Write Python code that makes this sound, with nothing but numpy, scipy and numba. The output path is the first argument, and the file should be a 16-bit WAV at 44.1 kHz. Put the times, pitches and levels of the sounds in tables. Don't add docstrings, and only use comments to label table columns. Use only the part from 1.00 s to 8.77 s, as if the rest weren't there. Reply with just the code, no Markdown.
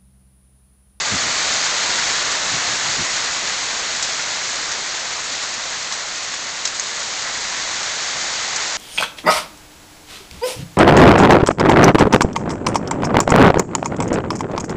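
import sys
import numpy as np
from scipy import signal
from scipy.fft import rfft, irfft, next_fast_len
from scipy.io import wavfile
from scipy.ndimage import map_coordinates
from numba import njit

SR = 44100
rng = np.random.default_rng(int(sys.argv[2]) if len(sys.argv) > 2 else 0)


def to_wav(sig):
    pcm = np.clip(np.atleast_2d(sig), -1, 1) * 32767
    pcm = np.round(pcm).astype(np.int16)
    wavfile.write(sys.argv[1], SR, pcm.T)


N = 342654
TIME_S = np.arange(N) / SR


def undb(db):
    return 10 ** (np.asarray(db) / 20)


def unit(x):
    return x / np.sqrt(np.mean(x ** 2))


def colour(x, points):
    hz, db = np.transpose(points)
    size = next_fast_len(N + SR // 10, real=True)
    bins_hz = np.fft.rfftfreq(size, 1 / SR)
    gain = unit(undb(np.interp(np.log(bins_hz + 1), np.log(hz), db)))
    cepstrum = irfft(np.log(gain), size)
    cepstrum[1:size // 2] *= 2
    cepstrum[size // 2 + 1:] = 0
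    return irfft(rfft(x, size) * np.exp(rfft(cepstrum)), size)[:N]


def wander(rate_hz):
    steps = rng.standard_normal(N // 100)
    return map_coordinates(steps, [TIME_S * rate_hz], order=2, mode="wrap")


@njit
def ring(starts_s, hz, t60_s, size):
    out = np.zeros(N)
    for k in range(len(starts_s)):
        pole = np.exp((2j * np.pi * hz[k] - np.log(1000) / t60_s[k]) / SR)
        phasor = size[k] + 0j
        first = int(starts_s[k] * SR)
        for i in range(first, min(N, first + int(t60_s[k] * SR))):
            out[i] += phasor.imag
            phasor *= pole
    return out


def impacts(count, lo_hz, hi_hz, t60_s, spread_db):
    chance = rng.random((count, 6))
    starts_s = chance[:, 0] * N / SR
    size = undb(-spread_db * np.log(np.maximum(chance[:, 1], 0.03)))
    decays_s = t60_s * 2 ** (2 * chance[:, 2] - 1)
    pitches_hz = lo_hz + (hi_hz - lo_hz) * chance[:, 3:].T
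    return unit(sum((-1) ** k * ring(starts_s, hz, decays_s, size) for k, hz in enumerate(pitches_hz)))


def strike(hits, modes):
    hz, mode_db, t60_s = np.transpose(modes)
    starts_s, hit_db = np.transpose(hits)
    chance = rng.standard_normal((len(hits), 2, len(hz)))
    pitches_hz = hz * (1 + 0.02 * chance[:, 0])
    polarity = (-1) ** np.arange(len(hz))
    size = polarity * undb(hit_db[:, None] + mode_db + 1.5 * chance[:, 1])
    return ring(np.repeat(starts_s, len(hz)), pitches_hz.ravel(), np.tile(t60_s, len(hits)), size.ravel())


def yard_reverb(x, t60_s, wet_db):
    t = TIME_S[:SR // 2]
    tail = rng.standard_normal(len(t)) * undb(-60 * t / t60_s) * (t > 0.004)
    return x + undb(wet_db) * signal.fftconvolve(x, tail / np.linalg.norm(tail))[:N]


# frequency in Hz, relative gain in dB.
ICE_SPECTRUM = [(900, -23), (2000, -5), (2500, -5), (3050, -4.5), (3600, -2), (4280, 0), (5150, -3.5),
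                (5900, -2.5), (6750, -0.5), (7250, -4), (7700, -10), (8400, -19), (8900, -36),
                (9200, -55.5)]


def paving_hiss():
    grains = impacts(count=70000, lo_hz=620, hi_hz=9370, t60_s=0.0049, spread_db=2)
    blur = undb(4.5) * rng.standard_normal(N)
    flurry_db = 0.45 * wander(30) + 0.25 * wander(10)
    return unit(colour(grains + blur, ICE_SPECTRUM)) * undb(flurry_db)


# frequency in Hz, relative gain in dB.
PANEL_SPECTRUM = [(20, -11), (60, -13), (130, -10.5), (390, -8.5), (520, -4.5), (660, -2.5), (860, -2.5),
                  (1080, -1), (1650, 0), (1850, -.5), (2040, 0.3), (2230, -3.5), (2550, -7), (3200, -17),
                  (6000, -38)]


def car_patter():
    patter = impacts(count=36000, lo_hz=23.9, hi_hz=3974, t60_s=0.019, spread_db=2)
    blur = undb(2) * rng.standard_normal(N)
    return unit(colour(patter + blur, PANEL_SPECTRUM)) * undb(0.24 * wander(10))


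# frequency in Hz, relative gain in dB.
CRACK_SPECTRUM = [(150, -19.5), (600, -12.5), (1800, -1.5), (2900, -7.5), (4400, 0), (5400, 1), (6900, 2),
                  (7800, -0.5), (8900, -23.5), (10000, -45.5)]


def near_ticks():
    ticks = impacts(count=3200, lo_hz=2520, hi_hz=9550, t60_s=0.0033, spread_db=0.5)
    scattered = yard_reverb(colour(ticks, CRACK_SPECTRUM), t60_s=0.089, wet_db=-9.5)
    return unit(scattered) * undb(2 * wander(40))


# peak time in seconds, level in dB.
AIR_PUFFS = [(0.139, -26), (.265, -37.5), (0.935, -44), (1.555, -34), (1.705, -37), (1.88, -37.5),
             (2.008, -30.5)]
# frequency in Hz, relative gain in dB.
RUMBLE_SPECTRUM = [(25, -25), (55, -10), (90, -1.5), (140, 0), (230, -2.5), (330, -5.5), (500, -16),
                   (1000, -52.5)]


def air_buffets():
    width_at_0db_s = 0.0041
    pressure = np.zeros(N)
    for peak_s, db in AIR_PUFFS:
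        width_s = width_at_0db_s / np.sqrt(undb(db))
        pressure += undb(db) * np.exp(-0.5 * ((TIME_S - peak_s) / width_s) ** 2)
    return pressure * unit(colour(rng.standard_normal(N), RUMBLE_SPECTRUM))


# start in seconds, relative level in dB.
PANEL_HITS = [(0.9868, -12), (2.6299, -16), (3.1939, -14), (4.915, -17), (5.6533, -21), (5.98, -21),
              (6.2748, -18)]
# frequency in Hz, relative level in dB, t60 in seconds.
PANEL_MODES = [(1040, -2.5, 0.078), (1166, -13, 0.049), (1378, -6, 0.11), (1570, -6, 0.044),
               (1730, 0.5, 0.029), (2044, -1, 0.073)]


def car_knocks():
    return undb(-9) * strike(PANEL_HITS, PANEL_MODES)


# start in seconds, relative level in dB, spray t60 in seconds.
SHATTERS = [(1.3164, -7.5, .07), (3.026, -8, 0.13), (3.716, -10, .05), (4.4354, -12.5, .06),
            (4.539, -13.5, .05), (4.9234, -13, 0.077), (5.3405, -11, .055), (5.652, -7.5, 0.085),
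            (5.674, -13, .05), (5.9934, -16.5, 0.22), (7.0194, -14.5, .12), (7.5594, -12, .08)]


def shattering_stones():
    crack_db, spray_db = -5, -13
    out = np.zeros(N)
    chips = impacts(count=40000, lo_hz=300, hi_hz=8400, t60_s=0.0013, spread_db=4)
    for start_s, db, t60_s in SHATTERS:
        first = int(start_s * SR)
        t = TIME_S[:min(SR // 4, N - first)]
        span = slice(first, first + len(t))
        out[span] += undb(db + spray_db - 60 * t / t60_s) * chips[span]
        out[first] += undb(db + crack_db)
    return yard_reverb(colour(out, CRACK_SPECTRUM), t60_s=0.2, wet_db=-12)


# start in seconds, relative level in dB.
PING_HITS = [(5.7972, -17.5)]
# frequency in Hz, relative level in dB, t60 in seconds.
PING_RING_MODES = [(6342, 3.5, .034), (6794, 2.5, 0.037), (7000, -8, .025)]


def stone_ping():
    crack_db = 19.5
    impulse = np.zeros(N)
    for start_s, db in PING_HITS:
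        impulse[int(start_s * SR)] += undb(db + crack_db)
    ping = strike(PING_HITS, PING_RING_MODES)
    return ping + yard_reverb(colour(impulse, CRACK_SPECTRUM), t60_s=0.2, wet_db=-12)


# time in seconds, level in dB.
SHOWER_LEVEL = [(0.02, -19.5), (0.98, -19), (2.06, -20.5), (2.59, -22.5), (3.06, -22.5), (5.21, -26),
                (5.62, -26), (6.67, -23), (7.72, -22.5)]


def scene():
    paving_db, car_db, ticks_db = -2, -6, -24.5
    shower_db = np.interp(TIME_S, *np.transpose(SHOWER_LEVEL))
    hiss = undb(shower_db + paving_db) * paving_hiss()
    patter = undb(shower_db + car_db) * car_patter()
    ticks = undb(0.51 * shower_db + ticks_db) * near_ticks()
    mono = hiss + patter + ticks + air_buffets() + car_knocks() + shattering_stones() + stone_ping()
    return np.array([mono, mono])


def record(dry):
    low_hz, top_hz = 10, 9050
    highpass = signal.butter(1, low_hz, "high", fs=SR, output="sos")
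    lowpass = signal.ellip(12, 0.2, 80, top_hz, fs=SR, output="sos")
    return signal.sosfilt(lowpass, signal.sosfilt(highpass, dry))


dry = scene()
out = record(dry)
to_wav(out)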